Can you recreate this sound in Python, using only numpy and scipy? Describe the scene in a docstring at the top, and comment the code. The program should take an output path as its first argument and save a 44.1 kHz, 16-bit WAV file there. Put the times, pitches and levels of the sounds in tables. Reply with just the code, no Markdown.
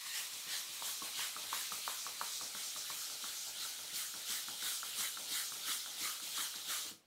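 """A gritty hiss swings to and fro, three strokes a second: a hand is sanding a gelcoat panel with a
soft block in a small cabin. Countless tiny scratches make the hiss, fuller and brighter on each push,
and the hollow panel rumbles beneath it. At the turns the block rocks and lands with a small pop and
a dull thud. Now and then the paper's edge rasps or a grain snaps. The hiss fades at the end."""
import sys
import numpy as np
from scipy import signal
from scipy.fft import rfft, irfft, next_fast_len
from scipy.io import wavfile
from scipy.ndimage import uniform_filter1d

SR = 44100
rng = np.random.default_rng(int(sys.argv[2]) if len(sys.argv) > 2 else 0)


def materialize(psi):
    """Save the field psi as 16-bit PCM at rate SR to the path in sys.argv[1].

    A 1-D psi becomes a single channel; in a 2-D psi each row is a channel.
    """
    bounded = np.clip(np.atleast_2d(psi).T, -1, 1)
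    quanta = np.round(bounded * 32767).astype(np.int16)
    wavfile.write(sys.argv[1], SR, quanta)


N = 311325
TIME = np.arange(N) / SR
CLOCK = TIME[::32]  # coarser time steps, enough for the hand's slow motion

# the tone of the cabin's still air: f/Hz, level/dB
AIR_TONE = [(20, -11), (45, 0), (100, 1.5), (330, 5), (600, 3.5), (1200, -2.5), (4000, -2.5), (9000, -16),
            (16000, -16)]
# how long the cabin echoes: f/Hz, t60/s (the time to die away by 60 dB)
CABIN_DECAY = [(100, 0.25), (400, 0.42), (1200, 0.3), (4000, 0.15), (15000, 0.18)]
# the notes (modes) at which the hollow panel rings: f/Hz, width/Hz, level/dB
PANEL_MODES = [(74.5, 12, -7), (108.5, 10, 6.5), (169, 11.5, 3.5), (202.5, 34, -1), (254, 18, -0.5),
               (285.3, 21, 0.5), (326.5, 20, 0), (432, 26, 2.5), (503, 29, 0), (598, 30, 3), (665, 57, 0.5),
               (832, 190, 0.5)]
# the hand's weight shifts onto the panel: t/s, level/dB, f/Hz
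WEIGHT_SHIFTS = [(0.061, -66, 129), (0.329, -63, 116), (0.467, -54.5, 105), (0.691, -62, 124),
                 (0.814, -62, 339), (1.019, -51.5, 284), (1.182, -55, 104), (1.356, -61, 287),
                 (1.525, -60, 334), (1.718, -55, 258), (1.871, -66, 229), (2.204, -65, 318),
                 (2.422, -59, 299), (2.546, -54.5, 202), (2.753, -61, 270), (2.901, -56, 106),
                 (3.232, -58, 245), (3.928, -54, 108), (4.138, -60, 288), (4.295, -56, 210),
                 (4.481, -56, 250), (4.624, -57, 336), (4.825, -66.5, 116), (4.982, -55, 207),
                 (5.167, -64, 283), (5.309, -54.5, 298), (5.518, -58, 109), (5.683, -55.5, 295),
                 (6.01, -51.5, 310), (6.22, -58, 310), (6.385, -53.5, 287), (6.554, -58, 280),
                 (6.682, -57, 333), (6.849, -60, 289), (6.911, -53, 269)]
# a coarse grain snaps: t/s, level/dB
GRAIN_SNAPS = [(2.337, -33), (4.3056, -28), (6.560, -29)]
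# the block lands at a turn: t/s, level/dB, f/Hz, t60/s
LANDINGS = [(0.691, -50, 1100, 0.011), (.823, -32, 890, .005), (1.02, -37.5, 1090, 0.034),
            (1.193, -38, 970, 0.012), (1.364, -34.5, 1260, 0.022), (1.529, -27.5, 1050, 0.014),
            (1.720, -33, 1230, 0.023), (1.878, -25, 1030, 0.0045), (2.0654, -32.5, 1170, 0.01),
            (2.2134, -24.5, 1120, 0.0052), (2.411, -37.5, 1180, 0.012), (2.5501, -35.5, 1380, 0.0076),
            (2.762, -40.5, 1200, 0.021), (2.9012, -33, 1100, 0.0058), (3.099, -42, 1290, 0.01),
            (3.241, -35.5, 1250, 0.0098), (3.791, -46, 1440, 0.0098), (4.14, -40, 1370, .009),
            (4.484, -37.5, 1320, 0.012), (4.625, -37.5, 1470, 0.017), (4.830, -33, 1360, 0.015),
            (5.007, -37, 1290, 0.015), (5.172, -35.5, 1360, 0.012), (5.521, -37, 1260, .009),
            (5.683, -37, 1350, 0.016), (5.860, -38.5, 1410, 0.011), (6.201, -42, 1370, .009),
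            (6.377, -37, 1180, 0.02), (6.541, -40.5, 1390, .009), (6.703, -37.5, 1390, 0.017)]
# the panel's skin rings: f/Hz, level/dB relative to a hard landing, t60/s
SKIN_MODES = [(930, -27, .1), (1020, -21.5, .16), (1140, -22, .17)]
# the paper's edge catches: middle t/s, length/s, f/Hz, level/dB
EDGE_CATCHES = [(0.066, .09, 1140, -58), (0.136, 0.24, 1930, -52.5), (0.17, 0.15, 2870, -50.5),
                (0.538, .12, 1830, -51.5), (0.563, 0.072, 4100, -51), (1.208, 0.15, 3000, -48.5),
                (3.474, 0.036, 805, -61.5), (3.63, .06, 4050, -47), (3.652, 0.07, 1390, -52.5),
                (5.338, 0.056, 3840, -46), (5.726, 0.046, 3340, -46), (6.074, 0.073, 1290, -53)]
# the hold on the block: t/s, firmness (0 to 1), f/Hz of the hollow under the block
HAND_GRIP = [(0, 0.07, 1040), (1.1, 0.5, 1120), (1.7, 0, 1220), (2.5, 0.67, 1300), (3.6, 0.82, 1460),
             (4.7, 0.92, 1380), (5.3, 0.98, 1380), (7, 0.9, 1220)]
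# the push, where the hand is fastest and bears down:
# peak t/s, length/s, then level/dB of panel shake, block, scrape, swish and bite
PUSH_STROKES = [(0.18, 0.13, -66, -50, -51, -44.5, -46), (0.543, .14, -63, -52, -46.5, -44.5, -48),
                (0.874, .12, -61, -51, -48.5, -48, -44), (1.213, .14, -62.5, -47.5, -44.5, -44.5, -46),
                (1.562, 0.16, -62.5, -50, -47, -47, -45.5), (1.896, 0.13, -69, -55, -46.5, -53, -46),
                (2.238, .11, -65, -55, -48, -51, -49.5), (2.595, 0.2, -65.5, -55.5, -53.5, -50, -52.5),
                (2.926, 0.22, -68, -54, -54, -49.5, -49.5), (3.276, .16, -64, -57, -49, -49, -52),
                (3.64, 0.17, -60.5, -57.5, -49, -48.5, -51), (3.981, 0.13, -69, -49, -47.5, -45.5, -44),
                (4.326, 0.15, -62, -47.5, -45.5, -43.5, -43.5),
                (4.673, 0.17, -62.5, -47.5, -47, -46, -42.5), (5.012, 0.15, -61.5, -45.5, -45.5, -45, -41),
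                (5.356, 0.16, -62.5, -45.5, -44.5, -46.5, -42),
                (5.701, .13, -62, -44.5, -43.5, -45.5, -41.5), (6.048, 0.16, -61, -45, -46, -46, -44.5),
                (6.399, 0.14, -62.5, -44.5, -45.5, -45, -44), (6.729, 0.14, -60, -45, -45.5, -44, -43.5)]
# the lighter pull back, which starts with a jerk:
# start t/s, length/s, then level/dB of panel shake, scrape and swish
PULL_STROKES = [(0.05, 0.097, -72, -54.5, -52), (0.326, .13, -69.5, -61, -51.5),
                (0.704, 0.22, -69, -57, -55), (1.022, .12, -58, -51.5, -52.5),
                (1.36, 0.16, -60.5, -54, -53), (1.71, 0.12, -58, -51, -47), (2.052, 0.11, -58, -59, -52),
                (2.404, 0.11, -56, -59, -46), (2.766, 0.068, -62, -60, -44.5),
                (3.09, 0.12, -61.5, -75, -48.5), (3.459, 0.08, -61, -68, -47), (3.78, 0.2, -63.5, -64, -58),
                (4.143, 0.12, -60.5, -57, -54), (4.47, 0.11, -58, -56, -51), (4.828, 0.18, -62.5, -52, -58),
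                (5.163, 0.16, -59, -58, -52.5), (5.516, .15, -64, -57, -51.5), (5.856, 0.12, -61, -63, -55),
                (6.223, 0.19, -64, -52.5, -51.5), (6.544, .09, -62, -57, -56), (6.844, 0.13, -61, -66, -57)]
# the paper skims on lightly at the far end of a push: middle t/s, swish level/dB
PAPER_SKIMS = [(.98, -48.5), (1.66, -48), (2.02, -46.5), (2.345, -44), (2.67, -48), (3.04, -47.5),
               (3.42, -46.5), (4.08, -50), (4.76, -47.5), (5.46, -48.5), (5.79, -49), (6.82, -49)]
# the tone of the rubbing block, held loosely and held firmly: f/Hz, level/dB
LOOSE_TONE = [(300, -63), (600, -11.5), (1000, -9.5), (1500, 0), (1900, 0.5), (2300, 2.5), (2750, -2),
              (3300, -2.5), (5000, -40)]
FIRM_TONE = [(300, -31), (800, -25), (1000, -6.5), (1130, -7), (1280, 1.5), (1600, 0), (1880, -.5),
             (2200, 0.5), (2430, -13), (2700, -21), (3050, 3.5), (3500, -6), (5000, -40)]
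# the paper's hiss in three layers, a low scrape, a higher swish and a sharp bite: f/Hz, level/dB
SCRAPE_TONE = [(1200, -49), (2100, -14), (2550, -16), (2800, -6.5), (3060, -4), (3480, -2.5), (4020, -1),
               (4420, -4.5), (5100, -15), (8000, -25)]
SWISH_TONE = [(2500, -28), (4000, -4.5), (4700, -2), (5150, -1), (5800, -0.5), (7000, -3), (8500, -6),
              (10000, -13), (15000, -17)]
BITE_TONE = [(4000, -38), (6500, -3.5), (8500, -1.5), (9700, -1.5), (11000, -4), (13000, -4), (15800, -9)]

START_S, STOP_S, STOP_DB_PER_S = 0.02, 6.895, 230  # the hand gets going, and stops at the end
PULL_ATTACK, PULL_RELEASE = 0.18, 0.72  # a pull's rise and fall, as shares of its length
PULL_BLOCK_DB, PULL_BITE_DB = -12.5, 1.5  # block and bite on a pull, relative to the scrape
SKIM_S, SKIM_LIFT_DB = 0.072, -0.5  # in a skim the hand's weight is off, so the panel shakes less
JOLT_DB, JOLT_S = -28.5, 0.018  # the shake after a landing: level relative to it, and fall time
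HARD_DB, SOFT_LOSS = -23, 0.4  # a hard landing's level; extra dB of skin ring lost per dB below it
EDGE_RING_HZ, EDGE_HELD = 2485, 0.45  # the paper's free edge: pitch, share a firm grip holds down
TREBLE_LIMIT_HZ = 15750


def amp(db):
    """Turns decibels into a factor to multiply by."""
    return 10 ** (np.asarray(db) / 20)


def unit(x):
    """Scales a signal to an average size (rms) of 1."""
    return x / np.sqrt(np.mean(x ** 2) + 1e-20)


def look_up(points, hz):
    """Reads a frequency table between its rows."""
    f, value = np.transpose(points)
    return np.interp(np.log(hz + 1), np.log(f + 1), value)


def add(mix, s, sound):
    """Mixes a sound in, starting at s seconds."""
    part = mix[max(round(s * SR), 0):][:len(sound)]
    part += sound[:len(part)]


def filtered(x, gain):
    """Turns each frequency up or down by gain(hz); the result has rms 1."""
    size = next_fast_len(N + 8192)
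    spectrum = rfft(x, size) * gain(np.fft.rfftfreq(size, 1 / SR))
    return unit(irfft(spectrum, size)[:N])


def resonate(x, hz, width):
    """Makes x ring at a pitch that follows the curve hz."""
    turn = np.exp(2j * np.pi * np.cumsum(hz) / SR)
    decay = np.exp(-np.pi * width / SR)
    return unit((turn * signal.lfilter([1 - decay], [1, -decay], x / turn)).real)


def wander(rate_hz):
    """A smooth random curve with rms 1."""
    return filtered(rng.standard_normal(N), lambda hz: np.exp(-(hz / rate_hz) ** 2))


def blow(hz, t60, rise_s):
    """A knock with peak 1: a swing starts softly and dies fast, and the air follows its speed."""
    t = np.arange(SR // 4) / SR
    size = (1 - np.exp(-(t / rise_s) ** 2)) * amp(-60 * t / max(t60, 0.002))
    speed = np.gradient(np.cos(2 * np.pi * hz * t) * size)
    return speed / abs(speed).max()


def swell(s, rise_s, fall_s):
    """A smooth hump of height 1 at time s."""
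    t = CLOCK - s
    width = np.where(t < 0, rise_s, fall_s)
    return np.exp(-np.minimum((t / width) ** 2, 30))


def pushes(levels_db, lag_s, rise, fall):
    """One layer's power over all pushes; rise and fall are shares of a push's length."""
    return sum((amp(db) * swell(s + lag_s, rise * length, fall * length)) ** 2
               for (s, length, *_), db in zip(PUSH_STROKES, levels_db))


def pulls(levels_db):
    """One layer's power over all pulls: each takes hold quickly and eases off slowly."""
    power = 0
    for (s, length, *_), db in zip(PULL_STROKES, levels_db):
        rise_s = PULL_ATTACK * length
        power += (amp(db) * swell(s + rise_s, rise_s, PULL_RELEASE * length)) ** 2
    return power


def rubbing(strokes, glide_db):
    """One layer's level: the hand circles without resting, so the strokes ride on a steady glide."""
    starting = 1 - np.exp(-(CLOCK + 0.027) / START_S)
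    stopping = amp(-STOP_DB_PER_S * np.maximum(CLOCK - STOP_S, 0))
    return np.interp(TIME, CLOCK, starting * stopping * np.sqrt(amp(glide_db) ** 2 + strokes))


def still_air():
    """The cabin's air is a faint, steady noise."""
    return amp(-73) * filtered(rng.standard_normal(N), lambda hz: amp(look_up(AIR_TONE, hz)))


def cabin_echo(x, gap_s):
    """Close walls send back a crowd of echoes; each band of pitch dies at its own speed."""
    length = SR // 2
    echoes = rng.choice([-1., 1.], length) * (rng.random(length) < 0.08)
    echoes *= np.arange(length) > gap_s * SR
    hz, t, bands = signal.stft(echoes, SR, nperseg=256)
    bands = bands * amp(-60 * t / look_up(CABIN_DECAY, hz)[:, None])
    tail = signal.istft(bands, SR, nperseg=256)[1]
    return signal.fftconvolve(x, tail / np.linalg.norm(tail))[:N]


def panel_gain(hz):
    """How strongly the panel answers each frequency: its modes added up, with alternating signs."""
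    return sum(amp(db) * 1j * hz * width / (f ** 2 - hz ** 2 + 1j * hz * width) * (-1) ** k
               for k, (f, width, db) in enumerate(PANEL_MODES))


def panel_rumble():
    """Uneven drag and the jolt of each landing shake the panel's higher modes, but barely the lowest."""
    jolts = sum((amp(db + JOLT_DB) * swell(s + 0.0019, 0.0052, JOLT_S)) ** 2 for s, db, *_ in LANDINGS)
    strokes = pushes(np.transpose(PUSH_STROKES)[2], lag_s=-0.006, rise=0.47, fall=0.667)
    strokes += pulls(np.transpose(PULL_STROKES)[2])
    lift_db = SKIM_LIFT_DB * sum(swell(s, SKIM_S, SKIM_S) for s, _ in PAPER_SKIMS)
    fade_in = np.minimum(TIME / 0.18, 1) ** 2
    level = rubbing(strokes + jolts, glide_db=-69 + lift_db) * fade_in
    drag = rng.standard_normal(N) * amp(1.6 * wander(rate_hz=54))
    return amp(-1) * level * filtered(drag, lambda hz: panel_gain(hz) * hz / (hz + 200))


def panel_thuds():
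    """The hand's weight bumps the panel, which rings on briefly in its low modes."""
    direct, force = np.zeros(N), np.zeros(N)
    for s, db, hz in WEIGHT_SHIFTS:
        add(direct, s, amp(db) * blow(hz, t60=0.067, rise_s=0.00088))
        add(force, s, amp(db) * blow(0.56 * hz, t60=0.011, rise_s=0.0015))
    return amp(-1.5) * direct + amp(-0.5) * np.std(direct) * filtered(force, panel_gain)


def grain_snaps():
    """Single coarse grains break loose with a tick."""
    out = np.zeros(N)
    for s, db in GRAIN_SNAPS:
        add(out, s, amp(db) * blow(hz=4640, t60=0.002, rise_s=0.0001))
    return out


def block_pops():
    """The block lands: the air under it pops, its soft pad taps and the panel's skin rings."""
    out = np.zeros(N)
    for s, db, hz, t60 in LANDINGS:
        hardness_db = db - HARD_DB
        add(out, s, amp(db + 0.1 + 0.07 * hardness_db) * blow(hz, t60, rise_s=0.00072))
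        pad_db = 0.5 * db - 36.5  # the pad gives way under harder blows
        add(out, s, amp(pad_db) * blow(hz=640, t60=0.006, rise_s=0.0021))
        for skin_hz, skin_db, skin_t60 in SKIN_MODES:
            ring = blow(skin_hz * rng.uniform(0.96, 1.03), skin_t60, rise_s=0.0016)
            add(out, s, amp(db + skin_db + SOFT_LOSS * hardness_db) * ring)
    return out


def edge_scuffs():
    """The paper's edge catches and rasps: short swells of noise around one pitch."""
    out, t = np.zeros(N), np.arange(SR // 2) / SR
    f = np.fft.rfftfreq(len(t), 1 / SR)
    for s, length, hz, db in EDGE_CATCHES:
        band = 1 / (1 + ((f - hz) / (0.056 * hz + 60)) ** 2)
        rasp = unit(irfft(rfft(rng.standard_normal(len(t))) * band, len(t)))
        start = max(s - t.mean(), 0)
        hump = np.exp(-(2 * (start + t - s) / length) ** 2)
        add(out, start, amp(db) * rasp * hump)
    return out


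def grit(tone, grains_per_s, spread_db, patchy_db):
    """Countless tiny scratches; the patches that touch keep shifting, so the tone keeps changing."""
    size = amp(spread_db * np.minimum(rng.exponential(1, N), 5))
    clicks = rng.standard_normal(N) * size * (rng.random(N) < grains_per_s / SR)
    hz, _, bands = signal.stft(clicks, nperseg=512, noverlap=384, fs=SR)
    patches = rng.standard_normal(bands.shape[::-1]).T
    patches = uniform_filter1d(patches, size=7, axis=0)  # smooth across pitch
    patches = unit(uniform_filter1d(patches, size=14, axis=1))  # and across time
    bands = bands * amp(look_up(tone, hz)[:, None] + patchy_db * patches)
    return unit(signal.istft(bands, nperseg=512, noverlap=384)[1][:N])


def sanding():
    """Paper and block rub the panel together: on a push, swish and scrape lead, block and bite follow."""
    block_db, scrape_db, swish_db, bite_db = np.transpose(PUSH_STROKES)[3:]
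    pull_scrape_db, pull_swish_db = np.transpose(PULL_STROKES)[3:]
    block_push = pushes(block_db, lag_s=0.006, rise=0.29, fall=0.5)
    scrape_push = pushes(scrape_db, lag_s=-0.013, rise=0.47, fall=0.62)
    swish_push = pushes(swish_db, lag_s=-0.023, rise=0.23, fall=0.83)
    bite_push = pushes(bite_db, lag_s=0.0045, rise=0.38, fall=0.63)
    skims = sum((amp(db) * swell(s, SKIM_S, SKIM_S)) ** 2 for s, db in PAPER_SKIMS)
    block_level = rubbing(block_push + pulls(pull_scrape_db + PULL_BLOCK_DB), glide_db=-62)
    scrape_level = rubbing(scrape_push + pulls(pull_scrape_db), glide_db=-52)
    swish_level = rubbing(swish_push + pulls(pull_swish_db) + skims, glide_db=-51.5)
    bite_level = rubbing(bite_push + pulls(pull_scrape_db + PULL_BITE_DB), glide_db=-53)

    # a firm grip sharpens the block's hollow ring
    grip_s, *grip_columns = np.transpose(HAND_GRIP)
    firm, hollow_hz = [np.interp(TIME, grip_s, column) for column in grip_columns]
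    loose = grit(LOOSE_TONE, grains_per_s=9000, spread_db=0.9, patchy_db=3.5)
    tight = grit(FIRM_TONE, grains_per_s=9000, spread_db=1.0, patchy_db=3.5)
    block = amp(2.1) * np.sqrt(1 - firm) * loose + amp(-0.56) * np.sqrt(firm) * tight
    hollow = resonate(rng.standard_normal(N), hollow_hz, width=370)
    hollow = resonate(hollow, hollow_hz, width=360)
    hollow_level = amp(-15.5) * block_level + rubbing(0, glide_db=-69)

    scrape = amp(-0.22) * grit(SCRAPE_TONE, grains_per_s=16000, spread_db=0.2, patchy_db=2.0)
    swish = amp(0.07) * grit(SWISH_TONE, grains_per_s=22000, spread_db=0.5, patchy_db=1.46)
    bite = amp(0.67) * grit(BITE_TONE, grains_per_s=26000, spread_db=-2.0, patchy_db=1.8)
    # the paper's free edge hisses in one broad band
    edge = filtered(rng.standard_normal(N), lambda hz: 1 / (1 + ((hz - EDGE_RING_HZ) / 350) ** 2))
    edge_level = rubbing(pulls(pull_scrape_db - 5), glide_db=-60) * (1 - EDGE_HELD * firm)
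    return (block_level * block + hollow_level * hollow + edge_level * edge
            + scrape_level * scrape + swish_level * swish + bite_level * bite)


def scene():
    """Rubbing and knocks close by, over the panel's rumble and the cabin's echoes and air."""
    rub = sanding() + edge_scuffs()
    knocks = block_pops() + panel_thuds() + grain_snaps()
    air = still_air()
    place = np.pi * wander(rate_hz=3.26)  # as the hand travels, other echoes take over
    rub_echo = cabin_echo(rub * np.cos(place), gap_s=0.003)
    rub_echo += cabin_echo(rub * np.sin(place), gap_s=0.003)
    sound = amp(-0.38) * rub + panel_rumble() + knocks + air
    sound += amp(-10) * rub_echo + amp(-8) * cabin_echo(knocks, gap_s=0.004)
    return np.array([sound, sound])


def record(dry):
    """One microphone on both channels, with the highest treble cut off steeply."""
    low_pass = signal.firwin(701, TREBLE_LIMIT_HZ, window=("kaiser", 8), fs=SR)
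    return signal.oaconvolve(dry, low_pass[None], "same")


dry = scene()
out = record(dry)
materialize(out)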